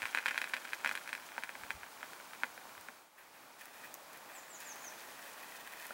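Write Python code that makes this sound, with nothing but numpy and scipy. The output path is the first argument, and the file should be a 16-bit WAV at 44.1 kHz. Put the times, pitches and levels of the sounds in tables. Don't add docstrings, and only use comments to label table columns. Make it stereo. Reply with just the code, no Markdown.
import sys
import numpy as np
from scipy import signal
from scipy.fft import rfft, irfft, next_fast_len
from scipy.io import wavfile

SR = 44100
rng = np.random.default_rng(int(sys.argv[2]) if len(sys.argv) > 2 else 0)


def file_out(sig):
    cols = np.atleast_2d(sig).T
    lim = np.clip(cols, -1, 1)
    pcm = np.round(lim * 32767).astype(np.int16)
    wavfile.write(sys.argv[1], SR, pcm)


N = 261513
TIME = np.arange(N) / SR
FLASH_S, DIE_S, HEAT_UP_S = 3.115, 0.35, 1.96

# start in seconds, level in dB, snap in dB relative to the pop, pitch in Hz.
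POPS = [(0.02, -22, -4, 1970), (0.0295, -24.5, -11, 1800.0), (0.0552, -20, -6, 1890),
        (0.1482, -16, -2.5, 1800), (0.174, -17, -8, 1790), (0.1863, -19, -7.5, 1820),
        (0.259, -16.0, -4, 1770), (0.2647, -20, 0, 1820), (0.2813, -21, -3, 1920),
        (0.2849, -17.5, -3, 1970), (0.3096, -23, -2.8, 1800), (0.313, -24, -8, 1660),
        (0.3446, -26, -9.9, 1790.0), (0.3574, -29.2, -2.3, 1770.0), (0.3779, -16.3, -1, 1820),
        (0.4163, -19, 0, 1880), (0.442, -22, -2, 1830.0), (0.5364, -20, -15, 1840), (0.5403, -21, 2, 1880),
        (0.5666, -25.0, -3, 1900.0), (0.652, -29.5, 1, 1730), (0.733, -19, -8, 1780),
        (0.847, -17, -4, 1620), (0.8603, -15.5, -15, 1760.0), (0.8741, -22.5, 5, 1900),
        (0.8924, -21, 0, 1800), (0.913, -20.7, -8, 1470), (0.9529, -23.8, 4.5, 1820),
        (0.9752, -26.5, 1.2, 1800), (1.0762, -28.5, 2, 1690), (1.0918, -27.5, 0, 1800.0),
        (1.1298, -22, 1.5, 1810.0), (1.151, -28, 3, 1830), (1.38, -23.5, -28, 1550.0),
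        (1.4361, -22.5, -0.5, 1800), (1.4925, -27, -12, 1800.0), (1.5531, -30.5, -10.8, 1620),
        (1.6355, -30, -14, 1710), (1.7055, -19.5, -8, 1780), (1.8326, -31, -5, 1590),
        (2.0297, -26, -9, 1510), (2.1332, -35, 1, 1660), (2.2006, -37.5, -1, 1710), (2.334, -33.0, 1, 1580),
        (2.4346, -14.5, -19.1, 1620), (2.5776, -33.5, -3, 1600), (2.7785, -36, -5, 1540.0),
        (2.886, -32, -7.9, 1690.0)]
# frequency in Hz, level in dB.
KNOCK_COLOUR = [(40, -21), (150, -27.5), (250, 2.5), (390, -17.5), (550, 4), (760, -8), (1080, 7),
                (1500, 1.5), (1900, -9), (5000, -28), (16000, -30)]


def gain_of(db):
    return 10 ** (np.asarray(db) / 20)


def unit_rms(x):
    return x / np.sqrt(np.mean(x ** 2) + 1e-20)


def spectrum(colour, hz):
    points_hz, db = np.transpose(colour)
    return gain_of(np.interp(np.log(hz + 1), np.log(points_hz + 1), db))


def add(mix, start, sound):
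    part = mix[..., max(round(start * SR), 0):][..., :sound.shape[-1]]
    part += sound[..., :part.shape[-1]]


def convolve(x, response):
    return signal.oaconvolve(np.atleast_2d(x), np.atleast_2d(response), axes=1)[:, :N]


def click(colour, size=2048):
    log_gain = np.log(spectrum(colour, abs(np.fft.fftfreq(size, 1 / SR))))
    pulse = np.fft.ifft(np.exp(np.conj(signal.hilbert(log_gain)))).real[:size // 2]
    return pulse / np.linalg.norm(pulse)


def noise(colour):
    size = next_fast_len(N)
    white = rfft(rng.standard_normal(size))
    return unit_rms(irfft(white * spectrum(colour, np.fft.rfftfreq(size, 1 / SR)), size)[:N])


def wander(per_s):
    knots = rng.standard_normal(4096)
    return np.interp(TIME * per_s, np.arange(len(knots)), knots)


def grains(per_s, spread_db):
    size = gain_of(spread_db * np.minimum(rng.exponential(1, N), 3.5))
    return unit_rms(size * (rng.random(N) < per_s / SR))


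def bursts(starts, levels_db, colour, decay_s, grit, width):
    out, t = np.zeros((2, N)), TIME[:SR // 100]
    for start, db in zip(starts, levels_db):
        common, apart = rng.standard_normal((2, len(t))) * np.exp(-t / decay_s) * grit
        common[0] += 1
        burst = np.array([common + width * apart, common - width * apart])
        add(out, start, gain_of(db) * burst / np.linalg.norm(burst[0]))
    return convolve(out, click(colour))


def thump(hz):
    # frequency in Hz, level in dB.
    pop_colour = [(40, -58), (150, -30.5), (260, -14), (500, -20), (720, -18), (1000, -3), (1250, -5.5),
                  (1550, 3), (2000, -1), (2400, -1), (2900, -13.5), (3900, -17.5), (5500, -31.5),
                  (16000, -43)]
    reference_hz, lag_corner_hz = 1732, 1390
    pulse = click([(f * hz / reference_hz, db) for f, db in pop_colour])
    pole = np.exp(-2 * np.pi * lag_corner_hz / SR)
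    pulse = signal.lfilter([pole, -1], [1, -pole], pulse)
    return pulse / abs(pulse).max()


def sheet_ring(blows):
    # frequency in Hz, level in dB, time to decay by 60 dB in seconds.
    sheet_modes = [(250, -50, 0.078), (522, -34.5, 0.11), (1130, -62, 0.021), (1470, -49, 0.0085),
                   (2030, -25, 0.094), (2020, -56, 0.024), (2429, -25, 0.041), (2443, -30.5, 0.035)]
    t = TIME[:SR // 10]
    ring = sum(gain_of(db - 60 * t / t60) * np.cos(2 * np.pi * hz * t) for hz, db, t60 in sheet_modes)
    return convolve(blows, ring * (1 - np.exp(-t / 0.0032)))


def pops():
    blows, thumps = np.zeros((2, N))
    for start, db, _, hz in POPS:
        add(blows, start, gain_of([db]))
        add(thumps, start, gain_of(db) * thump(hz))
    # frequency in Hz, level in dB.
    snap_colour = [(40, -44), (800, -6), (2200, 9.5), (3800, 10.5), (6000, 0), (9500, 2), (16000, -13)]
    starts, pop_db, snap_db, _ = np.transpose(POPS)
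    snaps = bursts(starts, pop_db + snap_db, snap_colour, decay_s=0.0033, grit=0.22, width=0.46)
    push_db = -23.5 + 0.2 * pop_db - 0.45 * snap_db
    pushes = bursts(starts, push_db, KNOCK_COLOUR, decay_s=0.0041, grit=0.38, width=0.044)
    return gain_of(-1.28) * thumps + sheet_ring(blows) + snaps + pushes


def lesser_pops():
    per_s, start_db, spread_db, fade_db_per_s = 26, -34.5, 2.5, 4.5
    out = np.zeros(N)
    starts = np.cumsum(rng.gamma(2, .5, 200)) / per_s
    sizes, pitches = rng.standard_normal((2, 200))
    for start, size, pitch in zip(starts, sizes, pitches):
        if start < FLASH_S - DIE_S:
            db = start_db + spread_db * size - fade_db_per_s * start
            add(out, start, gain_of(db) * thump(1800 * np.exp(.1 * pitch)))
    return out


def agitation(settle_s=0.015):
    energy = np.zeros(N)
    for start, db, _, _ in POPS:
        add(energy, start, gain_of([db]) ** 2)
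    return np.sqrt(signal.lfilter([1], [1, -np.exp(-1 / (settle_s * SR))], energy))


def crackle(fade_db_per_s=7):
    tiny_pops = sum(convolve(grains(130, spread_db=0), thump(hz)) for hz in (1550, 1950, 2450))
    powder = gain_of(-fade_db_per_s * TIME) * (TIME < FLASH_S) * dip()
    return unit_rms(tiny_pops) * powder * np.hypot(gain_of(-52.5), gain_of(-25.5) * agitation())


def with_echoes(direct):
    # delay in seconds, level in dB.
    metal_echoes = [(.00127, -10), (.0084, -11.5), (.0096, -16.5)]
    out = direct.copy()
    for delay, db in metal_echoes:
        add(out, delay, gain_of(db) * direct)
    return out


def scatter(x, t60_s, onset_s):
    t = TIME[:SR // 2]
    tail = rng.standard_normal((2, len(t))) * gain_of(-60 * t / t60_s) * (1 - np.exp(-t / onset_s))
    return convolve(x, tail / np.linalg.norm(tail[0]))


def activity(start_db, fade_db_per_s, hot_db, growth):
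    powder = gain_of(start_db - fade_db_per_s * TIME) * np.clip((FLASH_S - TIME) / DIE_S, 0, 1)
    return (powder + gain_of(hot_db) * heat() ** growth) * dip()


def fizz():
    # frequency in Hz, level in dB.
    gas_colour = [(200, -35), (1000, -24), (3000, 8.5), (4500, 6.5), (7000, 5.5), (11000, 3), (16000, -2.5)]
    common = noise(gas_colour) + 1.17 * convolve(grains(750, spread_db=2.5), click(gas_colour))[0]
    apart = 0.2 * noise(gas_colour)
    steady = activity(start_db=-55, fade_db_per_s=5.8, hot_db=-61.0, growth=2.7)
    from_pops = gain_of(-37.5 - 0.5 * TIME) * agitation()
    from_flares, _ = flares()
    strength = np.sqrt(steady ** 2 + from_pops ** 2 + from_flares ** 2)
    flicker = gain_of(3.2 * wander(80))
    return unit_rms(np.array([common + apart, common - apart]) * flicker) * strength


def rush():
    # frequency in Hz, level in dB.
    rush_colour = [(40, -18), (150, -19), (230, -5), (380, -5.5), (550, 7.5), (1000, 2), (1500, 2.5),
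                   (4000, -30), (16000, -35)]
    strength = activity(start_db=-61.5, fade_db_per_s=4.5, hot_db=-62.0, growth=0.08)
    return noise(rush_colour) * strength * gain_of(0.57 * wander(25))


def outdoor_hiss():
    # frequency in Hz, spectral density in dB.
    common_colour = [(15, -58), (25, -29), (281, -5), (443, -5.5), (780, 0), (868, 1.5), (1300, -2),
                     (1450, -2), (1750, -7), (2410, -6.5), (2680, -10.5), (3910, -11.5), (14200, -17),
                     (15400, -14.5)]
    apart_colour = [(15, -50), (25, -33), (193, -12.5), (296, -8.5), (967, -3), (1110, -4.5), (3610, -7),
                    (14200, -8.5), (15400, -4)]
    common = gain_of(-53.5) * noise(common_colour) * gain_of(0.86 * wander(8.1))
    apart = gain_of(-56.5) * noise(apart_colour)
    return np.array([common + apart, common - apart])


def whine(hz=15689):
    phase = 2 * np.pi * np.cumsum(hz + 4 * wander(60)) / SR
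    return gain_of(-60 + 1.5 * wander(20)) * np.array([1.04 * np.sin(phase + 2.7), np.sin(phase)])


def breeze():
    # start in seconds, length in seconds, level in dB.
    air_bumps = [(.01, 0.061, -63), (1.575, 0.11, -66), (1.68, 0.054, -66), (1.728, 0.066, -59),
                 (1.783, 0.1, -70), (2.768, 0.052, -68)]
    # frequency in Hz, level in dB.
    colour = [(20, -18), (50, -6), (90, 0), (140, -8), (220, -14), (600, -45), (16000, -90)]
    swell = np.zeros(N)
    for start, length, db in air_bumps:
        add(swell, start, gain_of(db) * np.hanning(round(length * SR)))
    return swell * (0.56 * noise(colour) + np.array([noise(colour), noise(colour)]))


def sheet_knocks():
    # start in seconds, energy in dB.
    heat_knocks = [(2.6536, -26.5), (2.669, -29), (5.9070, -15)]
    return bursts(*np.transpose(heat_knocks), KNOCK_COLOUR, decay_s=0.003, grit=0.18, width=0.071)


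def spits():
    # start in seconds, energy in dB.
    spit_events = [(2.811, -28), (3.613, -34), (3.656, -27), (3.9417, -18.5), (4.1315, -29.5),
                   (4.1738, -31), (4.6042, -26), (4.7583, -29), (5.8674, -22.5)]
    # frequency in Hz, level in dB.
    spit_colour = [(200, -23), (2000, -2), (3200, -19), (5500, -5.5), (9000, -1.5), (16000, -3)]
    return bursts(*np.transpose(spit_events), spit_colour, decay_s=0.0011, grit=0.23, width=0.55)


def dip(depth_db=-9.5, fall_s=0.13, recover_s=0.44):
    since = TIME - FLASH_S
    return gain_of(depth_db * np.exp(-np.maximum(-since / fall_s, since / recover_s)))


def heat():
    return np.clip((TIME - FLASH_S) / HEAT_UP_S, 0, 1)


def flares(rise_s=0.007):
    # start in seconds, decay time in seconds, hiss level in dB, sizzle level in dB.
    flare_events = [(3.175, 0.043, -75, -52.5), (3.334, 0.091, -73, -57), (3.583, 0.13, -59.5, -53.5),
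                    (3.73, .06, -60, -55.5), (3.832, 0.033, -61, -49.5), (4.124, 0.033, -63, -49.5),
                    (4.287, 0.11, -73, -50.5), (4.6, 0.054, -52, -47.5), (4.755, 0.016, -55, -47),
                    (5.235, 0.044, -55.5, -52), (5.662, 0.026, -56, -42.5), (5.8, 0.18, -57, -55)]
    out, t = np.zeros((2, N)), TIME[:SR]
    for start, decay, hiss_db, sizzle_db in flare_events:
        envelope = (1 - np.exp(-t / rise_s)) * np.exp(-t / decay)
        add(out, start, gain_of([[hiss_db], [sizzle_db]]) * envelope)
    return out


def sizzle():
    # frequency in Hz, level in dB.
    sizzle_colour = [(60, -32), (500, -23), (950, -3.5), (1300, -16.5), (1580, 1.5), (1880, 3.5),
                     (2250, -7), (2500, 1.5), (2850, -13), (3250, -9), (4600, -29), (16000, -12)]
    grit = grains(1800, spread_db=2) + 0.78 * grains(140, spread_db=2.8)
    _, from_flares = flares()
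    strength = np.hypot(gain_of(-55.5) * heat() ** 1.9, from_flares)
    flicker = gain_of(1.7 * wander(55))
    return unit_rms(convolve(grit, click(sizzle_colour)) * flicker) * strength


def bird():
    # start in seconds, length in seconds, first pitch in Hz, level in dB.
    chirps = [(4.331, .060, 8350, -52), (4.492, .077, 7950, -50.5), (4.645, .083, 7500, -48),
              (4.806, .088, 7200, -49.5)]
    knee = 0.84
    song = np.zeros(N)
    for start, length, first_hz, db in chirps:
        progress = np.linspace(0, 1, round(length * SR))
        glide = np.interp(progress, [0, knee, 1], [1, 0.83, 0.71])
        hz = first_hz * glide * (1 + 0.0124 * wander(488)[:len(progress)])
        swell = np.interp(progress, [0, .15, knee, 1], [0.21, 0.38, 0.9, .25])
        add(song, start, gain_of(db) * swell * np.sin(2 * np.pi * np.cumsum(hz) / SR))
    fluttering = song.copy()
    add(fluttering, .005, gain_of(-1.5) * song)
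    return gain_of(-0.9) * fluttering + gain_of(2.0) * scatter(song, t60_s=0.42, onset_s=0.0033)


def scene():
    heat_sounds = spits() + sheet_knocks()
    reaction = with_echoes(pops() + lesser_pops() + crackle() + heat_sounds) + sizzle()
    garden = gain_of(-20.5) * scatter(reaction, t60_s=0.063, onset_s=0.0023)
    return reaction + garden + fizz() + rush() + bird() + (outdoor_hiss() + whine()) * dip() + breeze()


def record(dry):
    edge_hz = 15950
    low_pass = signal.firwin(511, edge_hz, window=("kaiser", 9), fs=SR)
    return signal.oaconvolve(dry, low_pass[None], "same", axes=1)


dry = scene()
out = record(dry)
file_out(out)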